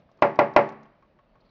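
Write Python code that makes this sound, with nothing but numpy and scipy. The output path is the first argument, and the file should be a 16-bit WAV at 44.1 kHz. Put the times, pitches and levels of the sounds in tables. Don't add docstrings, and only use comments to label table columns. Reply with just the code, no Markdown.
import sys
import numpy as np
from scipy import signal
from scipy.fft import rfft, irfft
from scipy.io import wavfile
from scipy.ndimage import uniform_filter1d

SR = 44100
rng = np.random.default_rng(int(sys.argv[2]) if len(sys.argv) > 2 else 0)


def unload_audio(sound):
    columns = np.transpose(np.atleast_2d(sound))
    steps = np.round(np.clip(columns, -1, 1) * 32767)
    wavfile.write(sys.argv[1], SR, steps.astype(np.int16))


N = 66150


def amp(db):
    return 10 ** (np.asarray(db) / 20)


def evened(x):
    return x / np.sqrt(np.mean(x ** 2) + 1e-20)


def read(points, hz):
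    f, value = np.transpose(points)
    return np.interp(np.log(hz + 1), np.log(f + 1), value)


def level_over_time(points):
    return np.interp(np.arange(N) / SR, *np.transpose(points))


def add(mix, s, sound):
    part = mix[round(s * SR):][:len(sound)]
    part += sound[:len(part)]


def ring(modes, seconds):
    rise_s = 0.00055
    t = np.arange(round(seconds * SR)) / SR
    tones = 0
    for hz, db, t60 in modes:
        tones = tones + amp(db - 60 * t / t60) * np.sin(2 * np.pi * hz * t)
    return tones * (1 - np.exp(-(t / rise_s) ** 2))


def band_noise(hz, width_hz, size):
    b, a = signal.iirpeak(hz, hz / width_hz, SR)
    once = signal.lfilter(b, a, rng.standard_normal(size))
    return evened(signal.lfilter(b, a, once))


def air():
    # f/Hz, level/dB per Hz
    colour = [(25, -27), (50, -13.5), (90, -7.5), (150, -4), (210, -4), (300, -10), (480, -11.5),
              (620, -4.5), (750, -13.5), (1200, -17.5), (2000, -23.5), (3000, -28.5), (4500, -35),
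              (6000, -45.5), (7500, -53.5), (9000, -82)]
    # t/s, level/dB
    drift = [(0, 5), (.05, -1.5), (0.199, 1), (0.999, -1), (1.25, -2), (1.5, -0.5)]
    base_db = -62.5
    frames, hz = N // 512 + 5, np.fft.rfftfreq(2048, 1 / SR)
    a, b, patches = rng.standard_normal((frames, 1025, 3)).T
    patches = evened(uniform_filter1d(uniform_filter1d(patches, 16, 0), 5, 1))
    spectrum = (a + 1j * b) * amp(read(colour, hz)[:, None] + 1.5 * patches)
    noise = signal.istft(spectrum, nperseg=2048, noverlap=1536)[1][:N]
    return amp(base_db + level_over_time(drift)) * evened(noise)


def rumble():
    # t/s, level/dB
    swell = [(0, -78.5), (.9, -73.5), (1.149, -77), (1.33, -70), (1.5, -75)]
    return amp(level_over_time(swell)) * band_noise(37, 25, N)


def far_birds():
    # t/s, length/s, f/Hz, level/dB
    chirps = [(1.399, .024, 4300, -71), (1.425, .075, 4300, -78), (1.443, 0.021, 4030, -74),
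              (1.485, 0.018, 4080, -72)]
    width_hz = 750
    out = np.zeros(N)
    for s, length, hz, db in chirps:
        size = round(length * SR)
        noise = band_noise(hz, width_hz, 5000)[-size:]
        add(out, s, amp(db) * np.hanning(size) * noise)
    return out


def clock():
    # t/s, level/dB
    ticks = [(0.09, -62.5), (0.19, -59), (.855, -55), (1.024, -56), (1.189, -57), (1.355, -60)]
    # f/Hz, level/dB, time to fall 60 dB/s
    tick_modes = [(1102, 2.5, 0.091), (1200, -3.5, .05), (890, -1, .05), (1400, -8.5, .03),
                  (2440, -19, .02), (3100, -14, .02)]
    rustle_db, rustle_s = -5, .009
    out, t = np.zeros(N), np.arange(4410) / SR
    for s, db in ticks:
        rustle = amp(rustle_db) * band_noise(1200, 1200, len(t)) * np.exp(-t / rustle_s)
        add(out, s, amp(db) * (ring(tick_modes, .1) + rustle))
    return out


def claws():
    # t/s, scratch level/dB, thud level/dB
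    clicks = [(.1146, -68.5, -45), (.173, -72.5, -46.5), (0.218, -57, -45.5), (.3576, -58.5, -55),
              (.5367, -59, -53), (0.69, -51.5, -53), (.722, -65, -55), (0.8309, -63, -57)]
    # t/s, level/dB, f/Hz
    thump = (.058, -54, 170)
    scratch_hz, scratch_width_hz, scratch_s = 4300, 3400, .005
    thud_hz, thud_t60 = 600, .014
    out, t = np.zeros(N), np.arange(1500) / SR
    for s, treble_db, thud_db in clicks:
        scratch = band_noise(scratch_hz, scratch_width_hz, len(t)) * np.exp(-t / scratch_s)
        thud = ring([(thud_hz, thud_db, thud_t60)], len(t) / SR)
        add(out, s, amp(treble_db) * scratch + thud)
    s, db, hz = thump
    one_cycle = np.sin(2 * np.pi * np.arange(0, 1 / hz, 1 / SR) * hz)
    add(out, s, -amp(db) * one_cycle)
    return out


def near_walls(x):
    blur_db, blur_t60 = -15.5, 0.05
    tail = rng.standard_normal(3000) * amp(-60 * np.arange(3000) / SR / blur_t60)
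    return x + amp(blur_db) * signal.fftconvolve(x, tail / np.linalg.norm(tail))[:N]


def room():
    # f/Hz, time to fall 60 dB/s
    band_t60 = [(100, 0.76), (300, 0.42), (560, 0.2), (1400, 0.21), (2800, 0.2), (3800, 0.21), (5000, 0.24),
                (6500, .28)]
    # f/Hz, level/dB per Hz
    colour = [(60, -35), (150, -16.5), (300, -7), (460, -5), (700, 2), (1000, -1.5), (1450, -7.5),
              (2000, -5), (2600, -12), (3500, -24.5), (4700, -27), (5400, -29), (6200, -33.5), (7000, -40),
              (9000, -70.5)]
    level_db, rise_s = -19, .003
    late_db, late_t60 = -15, 0.64
    hz, t, z = signal.stft(rng.standard_normal(SR), SR, nperseg=512)
    early = amp(-60 * t / read(band_t60, hz)[:, None])
    fading = early + amp(late_db - 60 * t / late_t60)
    tail = signal.istft(z * amp(read(colour, hz))[:, None] * fading, SR, nperseg=512)[1][:SR]
    tail = tail * (1 - np.exp(-np.arange(SR) / SR / rise_s))
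    return amp(level_db) * tail / np.sqrt(np.mean(tail[:2205] ** 2))


def crack():
    # f/Hz, level/dB per Hz
    colour = [(800, -31.5), (2000, -6), (2700, 1.5), (3500, -7.5), (4700, -9.5), (6000, -18), (7000, -19.5),
              (9000, -45.5)]
    level_db, t60, rise_s = -14, .042, .0005
    spectrum = rfft(rng.standard_normal(SR))
    burst = irfft(spectrum * amp(read(colour, np.fft.rfftfreq(SR, 1 / SR))))
    t = np.arange(SR) / SR
    return amp(level_db - 60 * t / t60) * evened(burst) * (1 - np.exp(-t / rise_s))


def window():
    # t/s, strength/dB, contact/ms
    blows = [(.2218, -3.5, 0.27), (.3891, -3, 0.29), (.5624, -1, 0.26)]
    # f/Hz, level/dB, time to fall 60 dB/s
    knock_modes = [(317.6, -8.5, 0.023), (571, -2.5, 0.11), (932, -3, 0.018), (1397, -12.5, 0.069),
                   (1985, -10, 0.029), (2425, -14, 0.035)]
    # f/Hz, level/dB, time to fall 60 dB/s
    pane_modes = [(117.9, -34, .5), (147.5, -33, 0.58), (218.4, -33.5, 0.7), (283.7, -33.5, 0.59),
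                  (330.3, -29.5, 0.23), (390.8, -25, 0.42), (469, -24.5, 0.32), (566.3, -6.5, 0.2),
                  (604, -20, 0.24), (658.5, -17, 0.14), (684, -15, 0.2), (791.5, -27.5, .27),
                  (861.3, -18, 0.33), (966.5, -17.5, 0.15), (1119, -29, 0.49), (1206, -25.5, .23),
                  (1378, -24, 0.065)]
    # delay/s, level/dB
    echoes = [(.0020, -4.5), (.0045, -4), (.0075, -8), (.0248, -12.5)]
    first_db, first_s = 4, .008
    fresh_share = .35
    pane_low_hz = 105
    out = np.zeros(N)
    reply = room() - ring(pane_modes, 1)
    knock = ring(knock_modes, .1)
    for delay, db in [(0.0011, 0)] + echoes:
        add(reply, delay, -amp(db) * knock)
    reply = reply * amp(first_db * np.exp(-np.arange(SR) / SR / first_s))
    for s, db, contact_ms in blows:
        u = np.arange(200) / SR / (contact_ms / 4000)
        shape = u * np.exp(-u)
        push = amp(db) * shape / np.sum(shape)
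        add(out, s, signal.fftconvolve(push, reply + crack() + fresh_share * room()))
    return signal.sosfilt(signal.butter(2, pane_low_hz, "high", fs=SR, output="sos"), out)


def scene():
    small_sounds = near_walls(claws() + clock() + far_birds())
    return (air() + rumble() + window() + small_sounds)[None]


def record(dry):
    ceiling, edge_hz, hiss_db = .708, 8400, -102
    held = dry / (1 + (dry / ceiling) ** 20) ** (1 / 20)
    dull = signal.sosfilt(signal.butter(8, 6500, fs=SR, output="sos"), held)
    band_limit = signal.firwin(255, edge_hz, window=("kaiser", 8), fs=SR)
    cut = signal.oaconvolve(dull, band_limit[None], "same")
    return cut + amp(hiss_db) * rng.standard_normal(dry.shape)


dry = scene()
out = record(dry)
unload_audio(out)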